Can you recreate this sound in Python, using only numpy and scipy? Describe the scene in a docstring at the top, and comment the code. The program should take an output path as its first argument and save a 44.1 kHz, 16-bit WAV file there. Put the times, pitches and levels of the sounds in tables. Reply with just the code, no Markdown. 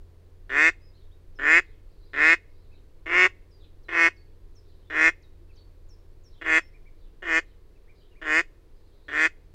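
"""A calm lake lies under a low rumble of air, the murmur of the shore and a distant engine's hum.
Half a second in, a close drake gives the first of ten short, nasal quacks: snaps of his syrinx ring
in chest, throat and bill, swelling and mostly rising in pitch until the shutting bill cuts them off.
Between the quacks small birds whistle and twitter along the shore. A water bird's peeps join in
before the third second, and just past halfway comes one faint, low hoot."""
import sys
import numpy as np
from scipy import signal
from scipy.fft import rfft, irfft
from scipy.io import wavfile
from scipy.ndimage import uniform_filter1d, map_coordinates

SR = 44100
rng = np.random.default_rng(int(sys.argv[2]) if len(sys.argv) > 2 else 0)


def to_wav(sig):
    """Store sig (one row per channel, or 1-D mono) as 16-bit WAV at the path in sys.argv[1].

    Samples outside -1..1 are clipped; the rate is SR.
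    """
    pcm = np.clip(np.atleast_2d(sig), -1, 1) * 32767
    pcm = np.round(pcm).astype(np.int16)
    wavfile.write(sys.argv[1], SR, pcm.T)  # frames by channels


N = 420713
LEAD_S, CLOSE_S = .003, .03144   # build-up before a quack's first snap; time the bill takes to shut


def from_db(db):
    """Decibels to gain."""
    return 10 ** (np.asarray(db) / 20)


def rms_one(x):
    """Scale to unit power."""
    return x / np.sqrt(np.mean(x ** 2) + 1e-20)


def add(out, start_s, sound):
    """Mix a sound in at its time."""
    i = int(start_s * SR)
    out[i:i + len(sound)] += sound[:N - i]


def wander(t, per_s):
    """Smooth random drift of about unit spread that changes per_s times a second."""
    knots = rng.standard_normal(4096)
    return map_coordinates(knots, [(t - t[0]) * per_s], order=3, mode="wrap")


def gain_at(spectrum, size):
    """An EQ curve as gains on an FFT grid, rolling off for two octaves beyond its ends."""
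    hz, db = np.transpose(spectrum)
    octave, knots = np.log2(np.arange(size // 2 + 1) * SR / size + 1), np.log2(hz)
    beyond = np.abs(octave - np.clip(octave, knots[0], knots[-1]))
    return from_db(np.interp(octave, knots, db) - 30 * np.minimum(beyond, 2))


def coloured_noise(spectrum):
    """Steady noise of a given spectrum and unit power."""
    return rms_one(irfft(rfft(rng.standard_normal(N)) * gain_at(spectrum, N), N))


def treble(x, above_hz):
    """The top of a sound, with no phase shift."""
    return signal.sosfiltfilt(signal.butter(4, above_hz, "high", fs=SR, output="sos"), x)


def resound(x, spectrum, buildup, size=2048):
    """Ring x with a spectrum; buildup 0 is an instant attack, 1 a pulse that rises as it falls."""
    cepstrum = irfft(np.log(gain_at(spectrum, size)))
    cepstrum[1:size // 2] *= 2 - buildup
    cepstrum[size // 2 + 1:] *= buildup
    pulse = np.roll(irfft(np.exp(rfft(cepstrum))), size // 2)
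    return signal.fftconvolve(x, pulse)[size // 2:size // 2 + len(x)]


def level_out(x, size=560):
    """Hold the power near one over a few cycles, keeping the shape of each pulse."""
    power = uniform_filter1d(uniform_filter1d(x ** 2, size), size)
    return x / np.sqrt(np.abs(power) + np.mean(x ** 2) / 100)


def clicks(places, heights, size):
    """Band-limited clicks at fractional sample places."""
    taps = np.round(places).astype(int)[:, None] + np.arange(-8, 9)
    offset = taps - places[:, None]
    out = np.zeros(size)
    np.add.at(out, np.clip(taps, 0, size - 1), heights[:, None] * np.sinc(offset) * np.sinc(offset / 9))
    return out


def scatter(x, t60, dull_hz=9000):
    """Diffuse echo from reeds and banks, dying away and duller than its source."""
    t = np.arange(SR) / SR
    echoes = rng.standard_normal(SR) * from_db(-60 * t / t60)
    dull = signal.butter(1, dull_hz, fs=SR, output="sos")
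    return signal.sosfilt(dull, signal.fftconvolve(x, echoes / np.linalg.norm(echoes))[:N])


def air_and_shore():
    """A steady bed of rumbling air and the murmur of the far shore."""
    # colour of the air: f/Hz, level/dB
    rumble = [(15, 0.5), (26, -3), (36, -7.5), (50, -14), (70, -18.5), (100, -25), (130, -27), (175, -30.5),
              (240, -40.5), (400, -76)]
    # colour of the shore: f/Hz, level/dB
    murmur = [(120, -32.5), (220, -9), (320, 1.5), (440, 1), (650, -11), (800, -14.5), (1030, -14),
              (1250, -18), (1840, -19.5), (3000, -24), (4500, -23.5), (5400, -28.5), (7400, -31.5),
              (15700, -33.5)]
    return from_db(-48) * coloured_noise(rumble) + from_db(-64) * coloured_noise(murmur)


def distant_engine(waver_hz=.73):
    """Three fluttering harmonics of a wavering firing rate."""
    # firing rate: t/s, f/Hz
    firing = [(0, 42.5), (3, 43), (6, 42), (9.54, 40.5)]
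    # partials of the hum: multiple of the firing rate, relative level/dB
    partials = [(2, 2.5), (3, -15.5), (4, -22.5)]
    # fader curve of the hum: t/s, level/dB
    fader = [(0.0, -54.5), (0.24, -55.5), (3.05, -58.5), (5.58, -55.5), (7.86, -65.5), (9.54, -60.5)]
    t = np.arange(N) / SR
    firing_hz = np.interp(t, *np.transpose(firing)) + waver_hz * wander(t, 10)
    phase = 2 * np.pi * np.cumsum(firing_hz) / SR
    hum = sum(from_db(db + wander(t, 5.4)) * np.sin(k * phase) for k, db in partials)
    return from_db(np.interp(t, *np.transpose(fader))) * rms_one(hum)


def bird_note(pitch_hz, level_db):
    """A pure tone on a pitch path, swelling and fading."""
    swell = np.sqrt(2 * np.abs(np.sin(np.linspace(0, np.pi, len(pitch_hz)))))
    return from_db(level_db) * swell * np.sin(2 * np.pi * np.cumsum(pitch_hz) / SR)


def far_twitter(first_hz=4550):
    """Quick warbles that tumble down in pitch."""
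    # twittering phrases: t/s, length/s, last f/Hz, relative level/dB
    phrases = [(0.93, 0.107, 3248, -66), (1.617, 0.155, 2906, -69.5), (1.872, 0.389, 4150, -69.5),
               (2.461, 0.25, 4193, -73), (2.711, 0.0746, 3330, -65), (3.577, 0.0787, 3070, -65.5),
               (4.595, 0.34, 3480, -70.5), (5.522, 0.073, 2954, -66), (6.289, .12, 2621, -63),
               (6.975, 0.1073, 3005, -68.5), (7.452, 0.07, 3301, -68), (7.94, 0.139, 3290, -68),
               (8.702, 0.506, 3580, -71.5)]
    out = np.zeros(N)
    for start, length, last_hz, level_db in phrases:
        t = np.arange(0, length, 1 / SR)
        pitch_hz = np.geomspace(first_hz, last_hz, len(t)) * (1 + .1 * wander(t, 150))
        add(out, start, bird_note(pitch_hz, level_db + 3 * wander(t, 50)))
    return out


def songbirds():
    """Whistles that swoop onto a held note, mostly from above."""
    # whistles: t/s, length/s, first f/Hz, held f/Hz, last f/Hz, relative level/dB
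    whistles = [(0.809, 0.102, 4770, 5100, 4890, -65.5), (1.11, 0.034, 3030, 3840, 3770, -67),
                (1.351, 0.041, 6180, 5100, 5367, -65.5), (3.507, 0.071, 5710, 4844, 4656, -65),
                (3.831, 0.0575, 6280, 3980, 3980, -67.5), (4.158, 0.0694, 6000, 4410, 4620, -63),
                (4.55, 0.0527, 6730, 5400, 4670, -62), (5.22, 0.0456, 7100, 3770, 3770, -64.5),
                (5.556, 0.069, 6670, 4412, 4540, -61.5), (5.885, 0.063, 7550, 5470, 4700, -61.5),
                (6.234, 0.063, 7330, 5528, 4826, -62), (6.589, 0.1056, 6000, 5360, 5330, -64)]
    out = np.zeros(N)
    for start, length, first_hz, held_hz, last_hz, level_db in whistles:
        t = np.arange(0, length, 1 / SR)
        swoop_hz = (first_hz - held_hz) * np.exp(-(t / .011) ** 1.7)
        tail_hz = (last_hz - held_hz) * (t / length) ** 5
        pitch_hz = (held_hz + swoop_hz + tail_hz) * (1 + .006 * wander(t, 120))
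        add(out, start, bird_note(pitch_hz, level_db))
    return out


def peeps_and_hoot(fall_s=.022, arch=.25):
    """A water bird's arched peeps, each topping out fall_s before its end, and one low hoot."""
    # peeps: t/s, length/s, top f/Hz, relative level/dB
    peeps = [(2.713, 0.037, 2624, -64.5), (5.491, 0.031, 2671, -64.5), (6.728, 0.0474, 2440, -61.5),
             (6.853, 0.0416, 2358, -61.5), (7.752, 0.029, 2643, -69), (7.873, .052, 2416, -62),
             (8.11, .034, 2896, -65.5), (8.147, 0.052, 2465, -62.5)]
    out = np.zeros(N)
    for start, length, top_hz, level_db in peeps:
        past_top = (np.arange(0, length, 1 / SR) - length) / fall_s + 1
        add(out, start, bird_note(top_hz / (1 + arch * past_top ** 2), level_db))
    add(out, 5.39, bird_note(np.linspace(325, 350, int(.06 * SR)), level_db=-56))
    return out


def off_the_water(x, strength=.41, delay_s=.00278):
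    """The surface of the lake returns a weaker copy just after each pulse."""
    return x + strength * map_coordinates(x, [np.arange(len(x)) - delay_s * SR])


def syrinx(t, pitch_hz, unsteady):
    """One snap a cycle; unsteady membranes snap early or late, hard or soft, and stutter in between."""
    n = np.arange(len(t))
    cycles = np.cumsum(pitch_hz) / SR - LEAD_S * pitch_hz[0]
    whole = np.arange(int(cycles[-1]) + 1)
    late, strong, between, stutter = rng.standard_normal((64, 4))[:len(whole)].T
    rough = np.interp(whole, cycles, unsteady)
    snap_at = np.interp(whole, cycles, n) + SR * .00013 * rough * late
    snap_gain = from_db((.4 + 2.2 * rough) * np.clip(strong, -2, 1))   # falters more than it overshoots
    stutter_at = np.interp(whole + .5 + .06 * between, cycles, n)
    stutter_gain = .4 * rough * np.abs(stutter)
    return rms_one(clicks(np.r_[snap_at, stutter_at], np.r_[snap_gain, stutter_gain], len(t)))


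def bill_ring(x, ring_s=.0022):
    """Many close, high modes of windpipe and bill stretch each snap and favour some harmonics."""
    t = np.arange(0, 5 * ring_s, 1 / SR)
    modes = rng.standard_normal(len(t)) * np.exp(-t / ring_s)
    return rms_one(signal.fftconvolve(x, modes)[:len(x)])


def throat(airy, gape, closed, first_hz, open_hz, nasal_db, rest_hz=1950, closing_hz=1880):
    """The resonances of the throat slide together as the bill opens and shuts."""
    # colour of one pulse in throat and bill: f/Hz, level/dB
    formants = [(450, -33.5), (750, -18.5), (1020, -13), (1200, -10), (1500, -4.5), (1750, 2), (1950, 3.5),
                (2120, 2.5), (2300, -9.5), (2530, -5.5), (2720, -17.5), (3100, -31), (3500, -34.5),
                (4000, -62)]
    nasal_colour = [(hz, db + nasal_db * np.exp(-((hz - 1060) / 250) ** 2)) for hz, db in formants]
    resonance_hz = first_hz + (open_hz + 15 - first_hz) * gape + (closing_hz - open_hz) * closed
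    # filtering on a warped clock moves the resonances and leaves the pitch alone
    clock = np.cumsum(resonance_hz / rest_hz)
    drive = map_coordinates(airy, [np.interp(np.arange(clock[-1]), clock, np.arange(len(airy)))])
    voice = map_coordinates(resound(drive, nasal_colour, buildup=.41), [clock])
    # a half-shut bill muffles the upper side of the resonance, a wide one lets it blare
    blare = from_db(-6 + 10.5 * gape * (1 - .5 * closed))
    return voice + (blare - 1) * treble(voice, 2150)


def quack_envelope(t, hold_s, swell_s, catch_db, swell_db=22.5, shut_db=23.5):
    """Level in dB re full: a feeble first snap, a croak, a catch, a swell, then the bill shuts."""
    onset = np.interp(t, [.003, .007, .013, .023, .045], [-4, 3.5, 1, catch_db, 0])
    swell = swell_db * np.exp(-(np.maximum(t, 0) / swell_s) ** 1.5)
    shut = shut_db * (np.maximum(t - hold_s, 0) / CLOSE_S) ** 3
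    return onset - swell - shut


def quack(hold_s, throat_db, swell_s, catch_db, start_hz, halfway_hz, end_hz, hoarse,
          first_hz, open_hz, nasal_db, chest_db, opening_s=.14, wheeze_db=-44.5, rasp_db=-39):
    """Snaps of the syrinx ring in chest, throat and bill, with a wheeze and a rasp of air on top."""
    # colour of the low harmonics: f/Hz, level/dB
    chest_colour = [(165, -16.5), (240, -8), (310, 2), (370, 3.5), (480, 3.5), (620, 1), (780, -9),
                    (1000, -26)]
    # colour of the air wheezing through the bill: f/Hz, level/dB
    wheeze_colour = [(2400, -12), (2850, -1), (3350, -3), (4000, -18.5), (6000, -31.5), (10000, -46),
                     (15500, -42)]
    # colour of the rasp: f/Hz, level/dB
    rasp_colour = [(2800, -8.5), (3500, -1), (4000, -9), (4650, -1), (5500, -6), (6000, -4.5), (6450, -7),
                   (7250, -3.5), (7750, -11), (8900, -17), (10200, -36), (12500, -37.5), (15500, -33.5)]
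    t = np.arange(-LEAD_S, hold_s + CLOSE_S + LEAD_S, 1 / SR)
    progress = np.clip(t / hold_s, 0, 1)
    opened = np.clip((t - t[0]) / opening_s, 0, 1)
    closed = np.clip((t - hold_s) / CLOSE_S, 0, 1) ** 1.6
    arc = np.polyfit([0, .5, 1], [start_hz, halfway_hz, end_hz], 2)
    pitch_hz = np.polyval(arc, progress) * (1 + .08 * closed)   # flicks up at the cut-off
    # the voice creaks until the air flow has built up, and again as it stops
    unsteady = hoarse + .91 * (1 - opened ** 2) ** 2 + .7 * np.sqrt(closed)
    snaps = syrinx(t, pitch_hz, unsteady)
    # air hisses through in a 5 ms gust after each snap
    gusts = signal.lfilter([1], [1, -np.exp(-1 / (.005 * SR))], snaps)
    hiss = rms_one(gusts * rng.standard_normal(len(t)))
    airy = snaps + (.04 + .3 * unsteady) * hiss
    raspy = bill_ring(snaps) + (.25 + .7 * unsteady) * hiss
    honk = throat(airy, progress ** .8, closed, first_hz, open_hz, nasal_db)
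    chest = resound(airy, chest_colour, buildup=.27)
    wheeze = resound(raspy, wheeze_colour, buildup=.3)
    rasp = resound(raspy, rasp_colour, buildup=.47)
    # chest and wheeze swell less than the rest; the rasp comes late and outlasts the closing bill
    envelope_db = quack_envelope(t, hold_s, swell_s, catch_db)
    thump_db = 1.5 * np.sin(np.pi * closed)
    layers = [(honk, throat_db + envelope_db),
              (chest, chest_db + .66 * envelope_db + thump_db),
              (wheeze, wheeze_db + (.35 + .65 * closed) * envelope_db),
              (rasp, rasp_db - 14 * (1 - opened) + (1 - .35 * closed) * envelope_db)]
    voice = sum(from_db(db) * level_out(off_the_water(layer)) for layer, db in layers)
    return voice * np.clip((t[-1] - t) / (2 * LEAD_S), 0, 1)


def drake():
    """Ten quacks in turn, each with its own pitch arc and hoarseness."""
    # quacks: t/s, time until the bill starts to shut/s, full throat level/dB, swell time/s, catch/dB,
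    # pitch at start/Hz, halfway/Hz, at end/Hz, hoarseness/0-1, main resonance at start/Hz,
    # nominal resonance with open bill/Hz, nasal boost/dB, full chest level/dB
    quacks = [(.495, 0.17864, -16, 0.0546, 3, 125.8, 148.6, 164.3, 0.16, 1810, 1970, -1, -33),
              (1.389, 0.1854, -14, 0.0642, -1.5, 132.8, 152.3, 173, 0.19, 1730, 1978, -2.5, -32),
              (2.134, 0.189, -15, 0.0543, -1, 136.5, 153.1, 166.8, 0.21, 1874, 1960, -1.5, -32.3),
              (3.06, 0.18695, -15, 0.0676, -0.5, 159.1, 178.6, 183.3, .42, 2114, 2065, 5, -30),
              (3.885, 0.1763, -16, 0.0675, -4.5, 167.2, 167.7, 165.7, 0.31, 1967, 1972, 4.5, -31.5),
              (4.901, 0.17214, -15, 0.072, -0.5, 155.1, 156.3, 163.7, 0.31, 1845, 1935, -0.5, -31.5),
              (6.414, 0.1552, -16.5, 0.0669, -13, 165.5, 159.1, 160.7, 0.18, 1927, 1937, 1, -32),
              (7.223, 0.149, -18.5, 0.0717, -2, 185.9, 164.2, 162.5, 0.22, 1880, 1903, 2, -32),
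              (8.216, 0.1706, -18, 0.0714, -5.5, 162.9, 153.3, 166.8, 0.14, 1796, 1926, 2, -32),
              (9.083, 0.1659, -17, 0.0784, -4, 143.1, 152.5, 159.8, 0.32, 1786, 1887, -2, -34)]
    out = np.zeros(N)
    for start, *manner in quacks:
        add(out, start - LEAD_S, quack(*manner))
    return out


def scene():
    """The drake is close and nearly dry; the birds come with the echo of the shore."""
    voice = drake()
    birds = songbirds() + peeps_and_hoot()
    bright = voice + 2.2 * treble(voice, 2450)   # thin reeds throw back treble more readily than bass
    reeds = from_db(-20.5) * scatter(bright, t60=.11)
    banks = from_db(-39.5) * scatter(bright, t60=.47, dull_hz=3958)
    songs = from_db(-4) * birds + from_db(-8.5) * scatter(birds, t60=.4)
    far = far_twitter()
    twitter = from_db(-13) * far + from_db(-4) * scatter(far, t60=.24)
    return (voice + reeds + banks + songs + twitter + distant_engine() + air_and_shore())[None]


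def record(dry, cutoff_hz=15750):
    """The top is cut steeply."""
    return signal.sosfilt(signal.ellip(10, .1, 70, cutoff_hz, fs=SR, output="sos"), dry)


dry = scene()
out = record(dry)
to_wav(out)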